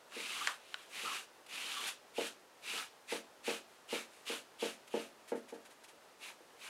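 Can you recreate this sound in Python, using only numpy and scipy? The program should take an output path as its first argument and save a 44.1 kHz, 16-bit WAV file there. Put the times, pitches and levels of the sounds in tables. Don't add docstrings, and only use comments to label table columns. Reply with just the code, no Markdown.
import sys
import numpy as np
from scipy import signal
from scipy.fft import rfft, irfft
from scipy.io import wavfile

SR = 44100
rng = np.random.default_rng(int(sys.argv[2]) if len(sys.argv) > 2 else 0)


def unload_audio(sound):
    columns = np.transpose(np.atleast_2d(sound))
    steps = np.round(np.clip(columns, -1, 1) * 32767)
    wavfile.write(sys.argv[1], SR, steps.astype(np.int16))


N = 295029

# start_s, length_s, level_db, attack_s, from_pitch_hz, to_pitch_hz
STROKES = [ (0.082, 0.52, -44.5, 0.13, 2400, 3200), (0.513, 0.44, -60, 0.22, 2870, 2800),
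           (0.876, 0.41, -44, 0.12, 2430, 2920), (1.458, 0.53, -44, 0.1, 2490, 3350),
           (2.124, 0.24, -43, 0.089, 2830, 2860), (2.601, 0.31, -42, 0.11, 2460, 2930),
           (3.06, 0.18, -38.5, 0.09, 2300, 2680), (3.422, 0.22, -41.5, 0.063, 2380, 2900),
           (3.868, 0.22, -42, 0.073, 3100, 2030), (4.244, 0.21, -42, 0.049, 3000, 2560),
           (4.58, 0.21, -43.5, 0.037, 3080, 2530), (4.881, 0.25, -49.5, 0.086, 2930, 2750),
           (6.176, 0.19, -45, 0.12, 2520, 2510), (6.557, 0.22, -48, 0.13, 2550, 2550), ]
# freq_hz, density_db
RASP_SPECTRUM = [(60, -62), (140, -23.5), (250, -9.5), (450, -9.5), (650, -15), (900, -9), (1250, -4),
                 (1700, -9.5), (2400, 1), (2950, -2.5), (3900, -0.5), (5200, -8), (7500, -32), (16000, -39)]
FIZZ_SPECTRUM = [(2500, -50), (4500, -11), (6000, -1.5), (8500, -2.5), (10500, -4.5), (12500, -10.5),
                 (14500, -20), (16000, -22)]
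CHATTER_SPECTRUM = [(400, -55), (750, -2.5), (1050, -2), (1240, 1), (1400, 2), (1650, 3.5), (2200, -9),
                    (6000, -36)]


def rubbing(rasp_db=-3, pad_db=-3, chatter_db=-17, chatter_rise_db=13, fizz_db=-9, fizz_rise_db=3.0):
    t, out = np.arange(N) / SR, np.zeros(N)
    rasp = amp(rasp_db) * friction(RASP_SPECTRUM, grain_db=2.0, grain_hz=500) + amp(pad_db) * pad_ring()
    fizz = friction(FIZZ_SPECTRUM, grain_db=0.8, grain_hz=700)
    chatter = friction(CHATTER_SPECTRUM, grain_db=-1.0, grain_hz=150)
    for start_s, length_s, level_db, attack_s, _, _ in STROKES:
        on = (t >= start_s) & (t <= start_s + length_s)
        press = pressure(t[on] - start_s, length_s, attack_s)
        travel = np.cumsum(press) / press.sum()
        slip = press * (rasp[on] + amp(chatter_db + chatter_rise_db * travel) * chatter[on])
        slip += press ** 0.79 * amp(fizz_db + fizz_rise_db * travel) * fizz[on]
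        out[on] += amp(level_db) * slip
    uneven_pressure = amp(.5 * wander(rate_hz=50))
    return band(out, low_hz=130, high_hz=19000) * uneven_pressure


def pressure(t, length_s, attack_s, release_s=0.13, lean_db=2.5):
    ease_in = np.sin(np.pi / 2 * np.minimum(t / attack_s, 1)) ** 2
    ease_off = np.clip((length_s - t) / release_s, 0, 1) ** 2
    return ease_in * ease_off * amp(lean_db * (t / length_s - .5))


def pad_ring(patches=3, drift_share=0.062, width_hz=930):
    grip_hz, ring = grip_pitch(), np.zeros(N)
    for _ in range(patches):
        slips = rng.standard_normal(N)
        patch_hz = grip_hz * (1 + drift_share * wander(rate_hz=23))
        ring += resonate(slips, patch_hz, width_hz)
    return unit_rms(ring)


def grip_pitch():
    t, pitch_hz = np.arange(N) / SR, np.zeros(N)
    for k, (start_s, length_s, _, _, from_hz, to_hz) in enumerate(STROKES):
        glide_hz = np.interp(t, [start_s, start_s + length_s], [from_hz, to_hz])
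        pitch_hz = np.where((t >= start_s) | (k == 0), glide_hz, pitch_hz)
    return pitch_hz


def friction(spectrum, grain_db, grain_hz):
    return colour(rng.standard_normal(N) * amp(grain_db * wander(grain_hz)), spectrum)


# start_s, level_db
HAND_LANDINGS = [(0.164, -40.5), (1.033, -45), (1.644, -54), (1.825, -49.5), (2.181, -28.5), (2.734, -46.5),
                 (3.121, -31.5), (3.477, -29), (3.926, -31), (4.297, -35), (4.624, -29), (4.939, -26.5),
                 (5.318, -28), (5.524, -38.5), (5.93, -57), (6.402, -53.5)]
# freq_hz, level_db, t60_s
BENCH_MODES = [(132.5, -32, 0.4), (179.5, -15, 0.17), (225.2, -19, 0.32), (274.4, -10.5, 0.42),
               (308, -10, 0.21), (327, -12, 0.45), (367, -19, 0.43), (405, 2.5, 0.056), (461.7, -3.5, 0.19),
               (498.3, -3.5, 0.11), (543.6, -5.5, 0.4), (586, -13, 0.3), (670.8, -12, 0.46),
               (833, -13.5, 0.15), (893.5, -6, 0.11), (953, -24, 0.14)]
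# freq_hz, density_db
PUSH_SPECTRUM = [(60, -44), (140, -11), (250, 5), (480, 4), (720, 1), (900, -5), (1100, -9.5), (1300, -5.5),
                 (1900, -7.5), (3500, -25.5), (8000, -47)]
# delay_s, gain_db
SURFACE_ECHOES = [(0.0086, -2), (0.0321, -5)]


def thumps(ring_db=-8.5, push_db=-16, push_t60_s=0.22, rise_s=0.00023):
    t, out = np.arange(SR // 2) / SR, np.zeros(N)
    ring = sum(amp(mode_db - 60 * t / t60_s) * np.sin(2 * np.pi * freq_hz * t - k * np.pi / 2)
               for k, (freq_hz, mode_db, t60_s) in enumerate(BENCH_MODES))
    direct_path = (0.000082, 0.0041)
    for start_s, level_db in HAND_LANDINGS:
        push = burst(t, PUSH_SPECTRUM, push_db, push_t60_s)
        thump = amp(level_db) * (amp(ring_db) * ring + push) * (1 - np.exp(-t / rise_s))
        for delay_s, gain_db in [direct_path] + SURFACE_ECHOES:
            add(out, start_s + delay_s, amp(gain_db) * thump)
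    return band(out, low_hz=169, high_hz=6000)


# start_s, level_db, pitch_hz, treble_db, rattle_db, crack_db
TICKS = [(0.1213, -46, 1370, -7, -7.5, -8), (0.473, -24.5, 1560, -2, -11, -3),
         (0.7427, -33.5, 1470, 3.5, -20, -12), (6.302, -45, 914, -7, -21, -15)]
# pitch_ratio, level_db, t60_s
TICK_MODES = [(.72, -5.5, 0.02), (1, 1, 0.027), (1.25, 9.5, 0.0029), (2.04, 1.5, 0.011),
              (2.66, -1.5, 0.0094), (3.7, -8, 0.0043), (5.3, -20, 0.011)]
# freq_hz, density_db
RATTLE_SPECTRUM = [(150, -35), (600, -9), (1000, -2), (1600, 0), (2300, -12), (5000, -22), (16000, -45)]
CONTACT_SPECTRUM = [(60, -50), (300, -21), (1200, -6.5), (2600, -1.5), (5000, -8.5), (10000, -8),
                    (13000, -18), (16000, -34)]


def ticks(rattle_t60_s=0.23, crack_t60_s=0.013):
    t, out = np.arange(SR // 4) / SR, np.zeros(N)
    for start_s, level_db, pitch_hz, treble_db, rattle_db, crack_db in TICKS:
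        ring = np.zeros(len(t))
        for k, (ratio, mode_db, t60_s) in enumerate(TICK_MODES):
            envelope = amp(mode_db + treble_db * (k > 2) - 60 * t / t60_s)
            ring += (-1) ** k * envelope * np.sin(2 * np.pi * pitch_hz * ratio * t)
        rattle = burst(t, RATTLE_SPECTRUM, rattle_db, rattle_t60_s)
        crack = burst(t, CONTACT_SPECTRUM, crack_db, crack_t60_s)
        add(out, start_s, amp(level_db) * (ring + rattle + crack))
    return band(out, low_hz=610, high_hz=10000)


# start_s, level_db, length_s, pitch_hz
PAD_SQUEAKS = [(0.336, -50, 0.057, 1124), (0.404, -42.5, 0.035, 1254), (1.041, -42, 0.068, 1254),
               (1.083, -46, 0.069, 1155), (1.745, -49.5, 0.085, 1150), (2.77, -52, 0.07, 1300)]


def squeaks(width_hz=260):
    out = np.zeros(N)
    for start_s, level_db, length_s, pitch_hz in PAD_SQUEAKS:
        swell = signal.windows.tukey(int(length_s * SR), .7)
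        tone = resonate(rng.standard_normal(len(swell)), pitch_hz, width_hz)
        add(out, start_s, amp(level_db) * swell * tone)
    return out


# start_s, level_db, length_s
FINGER_SCUFFS = [(1.461, -56.5, 0.017), (1.861, -40.5, 0.068), (2.26, -45.5, 0.039), (3.66, -70, 0.21),
                 (4.082, -63.5, 0.25), (4.871, -56.5, 0.03), (5.271, -55, 0.069), (5.344, -60.5, 0.081),
                 (5.478, -57.5, 0.057), (5.535, -62.5, 0.043), (5.647, -58, 0.041), (5.695, -61.5, 0.062),
                 (5.834, -56, 0.034), (5.875, -60, 0.055)]


def scuffs(peak_share=0.3):
    envelope = np.zeros(N)
    for start_s, level_db, length_s in FINGER_SCUFFS:
        age = np.arange(int(3 * length_s * SR)) / (length_s * SR * peak_share)
        add(envelope, start_s, amp(level_db) * (age * np.exp(1 - age)) ** 2)
    return envelope * friction(CONTACT_SPECTRUM, grain_db=0.0, grain_hz=600)


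# freq_hz, t60_s
ROOM_DECAY = [(200, 0.63), (550, 0.16), (1500, 0.17), (5000, 0.37), (14000, 0.056)]


def workshop_reverb(x, taps_per_s=2500, predelay_s=0.006):
    taps = rng.choice([-1., 1.], SR // 2) * (rng.random(SR // 2) < taps_per_s / SR)
    taps[:int(predelay_s * SR)] = 0
    freq_hz, t, bands = signal.stft(taps, SR, nperseg=256)
    decay = amp(-60 * t / lookup(ROOM_DECAY, freq_hz)[:, None])
    _, tail = signal.istft(bands * decay, SR, nperseg=256)
    return signal.fftconvolve(x, tail / np.linalg.norm(tail))[:N]


# freq_hz, density_db
ROOM_NOISE_SPECTRUM = [(15, -49), (25, -25.5), (134, -14.5), (439, -1), (607, -1), (796, -3), (887, -2.5),
                       (1070, -4.5), (1290, -5), (1890, -8), (2220, -11), (2690, -11), (10700, -20.5),
                       (14800, -27.5), (16000, -31)]


def room_noise(level_db=-61.5, sway_db=0.4):
    noise = colour(rng.standard_normal(N), ROOM_NOISE_SPECTRUM)
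    return amp(level_db) * noise * amp(sway_db * wander(rate_hz=6.8))


def amp(db):
    return 10 ** (np.asarray(db) / 20)


def unit_rms(x):
    return x / np.sqrt(np.mean(x ** 2) + 1e-20)


def lookup(table, freq_hz):
    table_hz, values = np.transpose(table)
    return np.interp(np.log(freq_hz + 1), np.log(table_hz + 1), values)


def add(mix, start_s, sound):
    part = mix[max(round(start_s * SR), 0):][:len(sound)]
    part += sound[:len(part)]


def colour(x, spectrum):
    gain = amp(lookup(spectrum, np.fft.rfftfreq(len(x), 1 / SR)))
    return unit_rms(irfft(rfft(x) * gain, len(x)))


def burst(t, spectrum, level_db, t60_s):
    return colour(rng.standard_normal(len(t)), spectrum) * amp(level_db - 60 * t / t60_s)


def wander(rate_hz):
    freq_hz = np.fft.rfftfreq(N, 1 / SR)
    return unit_rms(irfft(rfft(rng.standard_normal(N)) / (1 + (freq_hz / rate_hz) ** 4), N))


def resonate(x, pitch_hz, width_hz):
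    carrier = np.exp(2j * np.pi * np.cumsum(pitch_hz * np.ones(len(x))) / SR)
    pole = np.exp(-np.pi * width_hz / SR)
    baseband = signal.lfilter([1], [1, -2 * pole, pole * pole], x / carrier)
    return unit_rms((carrier * baseband).real)


def band(x, low_hz, high_hz):
    sos = signal.butter(2, [low_hz, min(high_hz, .45 * SR)], "band", fs=SR, output="sos")
    return signal.sosfilt(sos, x)


def scene():
    rub, bench, snaps = rubbing() + squeaks() + scuffs(), thumps(), ticks()
    reverb = workshop_reverb(amp(-15) * rub + amp(-20) * bench + amp(-24) * snaps)
    background = room_noise()
    low_rumble = amp(-76.0) * band(rng.standard_normal((2, N)), low_hz=15, high_hz=160)
    return rub + bench + snaps + reverb + background + low_rumble


def record(dry, cutoff_hz=15900):
    lowpass = signal.firwin(511, cutoff_hz, window=("kaiser", 9), fs=SR)
    return signal.oaconvolve(dry, lowpass[None], "same")


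dry = scene()
out = record(dry)
unload_audio(out)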